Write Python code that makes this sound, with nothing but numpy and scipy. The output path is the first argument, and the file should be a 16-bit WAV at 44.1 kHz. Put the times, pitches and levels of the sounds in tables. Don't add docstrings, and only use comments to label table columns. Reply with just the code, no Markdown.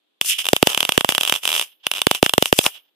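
import sys
import numpy as np
from scipy import signal
from scipy.io import wavfile
from scipy.ndimage import uniform_filter1d

SR = 44100
rng = np.random.default_rng(int(sys.argv[2]) if len(sys.argv) > 2 else 0)


def dump(signal):
    limited = np.clip(np.atleast_2d(signal).T, -1, 1)
    pcm = np.round(limited * 32767).astype(np.int16)
    wavfile.write(sys.argv[1], SR, pcm)


N = 130095

# start_s, crack_db, thump_db
SPARKS = [(0.2116, -1.5, -18), (0.2458, -21.5, -64), (0.383, -25.5, -60), (0.3905, -15.5, -63),
          (0.4427, -20, -63), (0.4534, -10.5, -61), (0.4653, -8.5, -43), (0.4859, -2.5, -45),
          (0.5307, 1, -4.5), (0.5632, -5, -19), (0.626, 2, -3.5), (0.6703, 3.5, -8.5), (0.6991, -12.5, -32),
          (0.7162, -21.5, -42), (0.7303, -13.5, -47), (0.7456, -6, -40), (0.7745, -3, -16),
          (0.804, -2.5, -23.5), (0.8275, -7, -16), (0.8497, -7, -20), (0.8904, -3, -13.5),
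          (0.9199, -4.5, -24), (0.9761, 1.5, -5.5), (1.0077, -8.5, -16.5), (1.0448, -5.5, -10.5),
          (1.0892, 0.5, -12.5), (1.1209, -9, -19), (1.148, -5.5, -23.5), (1.179, -3, -16.0),
          (1.2088, -5, -20), (1.2319, -5.5, -25), (1.2494, -8.5, -52), (1.261, -16, -53), (1.2748, -7, -35),
          (1.2952, -3, -33), (1.3225, -1.5, -15), (1.3382, -9, -67), (1.3514, -12, -40), (1.3593, -12, -55),
          (1.3716, -24, -63), (1.433, -17, -46.0), (1.4523, -5, -43), (1.4751, -4, -50.5),
          (1.4893, -7, -50), (1.502, -9.5, -50), (1.516, -9.0, -48), (1.527, -7, -52), (1.5384, -9, -54),
          (1.55, -8, -55), (1.562, -7, -55), (1.5773, -10.5, -49), (1.5944, -5.5, -55), (1.6116, -8, -56),
          (1.6235, -13.5, -57), (1.8662, -4, -19.5), (1.9135, -4, -52), (1.936, -12, -36), (1.95, -18, -59),
          (1.9613, -19.5, -54), (1.97, -16, -57), (1.9808, -13.5, -52), (1.9901, -16.5, -58),
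          (2.016, -2.5, -25.5), (2.067, 0, -6), (2.1113, 0.5, -11), (2.1474, -8.5, -29), (2.2265, 2.5, -3),
          (2.261, -5, -13.5), (2.2931, -6, -34), (2.3354, -2, -13.5), (2.3787, -0.5, -5), (2.4232, 0, -9),
          (2.456, -4.5, -46), (2.5254, -0.5, -4.5), (2.5877, 7.5, -6.5), (2.6114, -16, -46),
          (2.6403, -15.5, -25), (2.6622, 1, -12.5)]


def amp(db):
    return 10 ** (np.asarray(db) / 20)


def unit_rms(x):
    return x / np.sqrt(np.mean(x ** 2) + 1e-20)


def curve_at(curve, hz):
    freq_hz, value = np.transpose(curve)
    return np.interp(np.log(hz + 1), np.log(freq_hz + 1), value)


def butter(x, order, hz, kind):
    return signal.sosfilt(signal.butter(order, hz, kind, fs=SR, output="sos"), x)


def allpass(x, coeff, stages):
    return signal.sosfilt(np.tile([-coeff, 1, 0, 1, -coeff, 0], (stages, 1)), x)


def colour(x, curve):
    log_gain = np.log(amp(curve_at(curve, abs(np.fft.fftfreq(4096, 1 / SR)))))
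    taps = np.fft.ifft(np.exp(np.conj(signal.hilbert(log_gain)))).real
    return signal.oaconvolve(x, taps)[:N]


def hiss():
    # freq_hz, relative_db
    spectrum = [(60, -38), (302, -5), (960, -14.5), (2060, -18.5), (3500, -6.5), (5430, -29), (15000, -30)]
    level_db = -73
    noise = np.array([colour(white, spectrum) for white in rng.standard_normal((2, N))])
    return amp(level_db) * unit_rms(noise)


def room_reverb(x):
    # freq_hz, t60_s
    decay = [(300, 0.09), (3000, 0.11), (8000, 0.14), (15000, 0.4)]
    level_db, onset_s = -15, 0.0042
    hz, t, bands = signal.stft(rng.standard_normal((2, SR // 2)), SR, nperseg=128)
    tail = signal.istft(bands * amp(-60 * t / curve_at(decay, hz)[:, None]), SR)[1]
    tail *= np.arange(tail.shape[1]) > onset_s * SR
    return amp(level_db) * signal.fftconvolve(x, tail / np.linalg.norm(tail[0]), axes=1)[:, :N]


def arc_sizzle():
    # time_s, level_db
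    envelope = [(0.206, -69), (0.222, -34.5), (0.285, -23.5), (0.318, -16), (0.379, -28), (0.388, -9.5),
                (0.432, -36.5), (0.529, -34.5), (0.569, -26.5), (0.595, -40.5), (0.655, -36.5),
                (0.67, -24.5), (0.883, -34), (1.008, -38.5), (1.037, -47), (1.096, -20.5), (1.177, -33),
                (1.201, -30), (1.371, -24), (1.414, -48.5), (1.438, -29), (1.619, -23.5), (1.664, -39.5),
                (1.789, -74), (1.827, -61.5), (1.844, -38.5), (1.891, -52), (1.961, -27), (2.06, -41),
                (2.153, -25.5), (2.213, -54), (2.24, -21.5), (2.365, -50.5), (2.464, -27.5), (2.518, -50),
                (2.53, -23.5), (2.56, -33.5), (2.583, -28.5), (2.611, -30), (2.659, -29.5), (2.896, -71)]
    # time_s, treble_db, lows_db
    tone = [(.28, 12, -31), (0.345, -0.5, -30), (.4, 2.5, -17.5), (.5, 7.5, -12), (.68, 5, -1),
            (1.66, 5.5, -8.5), (1.8, -23.5, -6.5), (1.9, -0.5, -6), (2.635, 11.5, -11), (2.658, 15.5, 14),
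            (2.711, 2, -10), (2.851, -15.5, -0.5)]
    gain_db, spit_s, spit_depth_db, common_gain = 2, 0.018, 4, 0.47
    t = np.arange(N) / SR
    level_s, level_db = np.transpose(envelope)
    tone_s, treble_db, lows_db = np.transpose(tone)
    spits = unit_rms(signal.lfilter([1], [1, -np.exp(-1 / (spit_s * SR))], rng.standard_normal(N)))
    noise = rng.standard_normal((3, N))
    stereo = common_gain * noise[2] + np.sqrt(1 - common_gain ** 2) * noise[:2]
    grains = unit_rms(amp(spit_depth_db * spits) * stereo)
    lows = amp(np.interp(t, tone_s, lows_db)) * butter(grains, 3, 2000, "low")
    mids = butter(grains, 3, (2000, 5500), "band")
    treble = amp(np.interp(t, tone_s, treble_db)) * butter(grains, 3, 5500, "high")
    return (lows + mids + treble) * amp(gain_db + np.interp(t, level_s, level_db, -120, -120))


def spark_thumps():
    base_period_s, stretch_per_db = 0.0056, 0.1
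    decay_periods, glide_periods, glide_cycles = 0.26, 0.52, 0.63
    gain_db, jitter_s = 16, 0.0008
    channels = [(0.63, 0.000964, 0), (1, 0.000932, 3)]
    thumps, t = np.zeros((2, N)), np.arange(700) / SR
    for start_s, _, thump_db in SPARKS:
        detune, jitter = rng.random((2, 2))
        for ch, (period_ratio, lag_s, trim_db) in enumerate(channels):
            stretch = np.exp(stretch_per_db * max(thump_db, -25) + 0.18 * (detune[ch] - 0.5))
            periods = t / (base_period_s * period_ratio * stretch)
            cycles = periods + glide_cycles * (1 - np.exp(-periods / glide_periods))
            ring = np.exp(-periods / decay_periods) * np.sin(2 * np.pi * cycles)
            i = round((start_s + lag_s + jitter_s * jitter[ch]) * SR)
            thumps[ch, i:i + len(t)] += amp(gain_db + thump_db + trim_db) * ring
    return thumps


def spark_cracks():
    # delay_s, level_db
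    echoes = [(.0022, -15.5)]
    direct = (0.0014, 0.12)  # delay_s, level_db
    gain_db, sputter_db, sputter_s = 14, -8, 0.00092
    cracks, t = np.zeros((2, N)), np.arange(700) / SR
    click = t == 0
    sputter_envelope = amp(sputter_db) * t / sputter_s * np.exp(-t / sputter_s)
    for start_s, crack_db, _ in SPARKS:
        bright_noise = np.diff(rng.standard_normal((2, len(t))), prepend=0)
        crack = click + sputter_envelope * bright_noise
        for delay_s, path_db in [direct] + echoes:
            i = round((start_s + delay_s) * SR)
            cracks[:, i:i + len(t)] += amp(gain_db + crack_db + path_db) * crack
    return cracks


def scene():
    # freq_hz, gain_db
    left_port = [(200, -12.5), (600, 4), (1100, 3.5), (2000, -3), (2800, 8.5), (3400, 2.5), (4400, -5),
                 (7000, -7.5), (9500, -4.5), (15000, -15)]
    # freq_hz, gain_db
    right_port = [(200, -17.5), (600, -5), (2100, -4), (2940, 16.5), (3150, 14.5), (3400, 14.5),
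                  (4300, -7.5), (5200, -2.5), (7200, -12.5), (15000, -12)]
    cracks, thumps = spark_cracks(), spark_thumps()
    air = cracks + arc_sizzle()
    air += room_reverb(air)
    return np.array([colour(air[0], left_port), colour(air[1], right_port)]) + thumps + hiss()


def record(dry):
    low_cut_hz, high_cut_hz, ceiling = 151, 15000, 0.99
    threshold_db, duck_share, release_db_per_s = -7, 0.52, 405
    trailing_window = dict(size=161, origin=80)
    x = butter(dry, 2, low_cut_hz, "high")
    x = allpass(x, 0.93, stages=2)
    x = allpass(np.roll(x, -24, axis=1), 0.5, stages=16)
    power_db = 10 * np.log10(abs(uniform_filter1d((x ** 2).mean(0), **trailing_window)) + 1e-12)
    release_db = np.arange(N) * release_db_per_s / SR
    held_db = np.maximum.accumulate(power_db + release_db) - release_db
    excess_db = np.maximum(held_db - threshold_db, 0)
    duck_db = duck_share * uniform_filter1d(excess_db, **trailing_window)
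    x = np.clip(x / amp(duck_db), -ceiling, ceiling)
    lowpass = signal.firwin(201, high_cut_hz, window=("kaiser", 7), fs=SR)
    return np.clip(signal.oaconvolve(x, lowpass[None], "same"), -1, 1)


dry = scene()
out = record(dry)
dump(out)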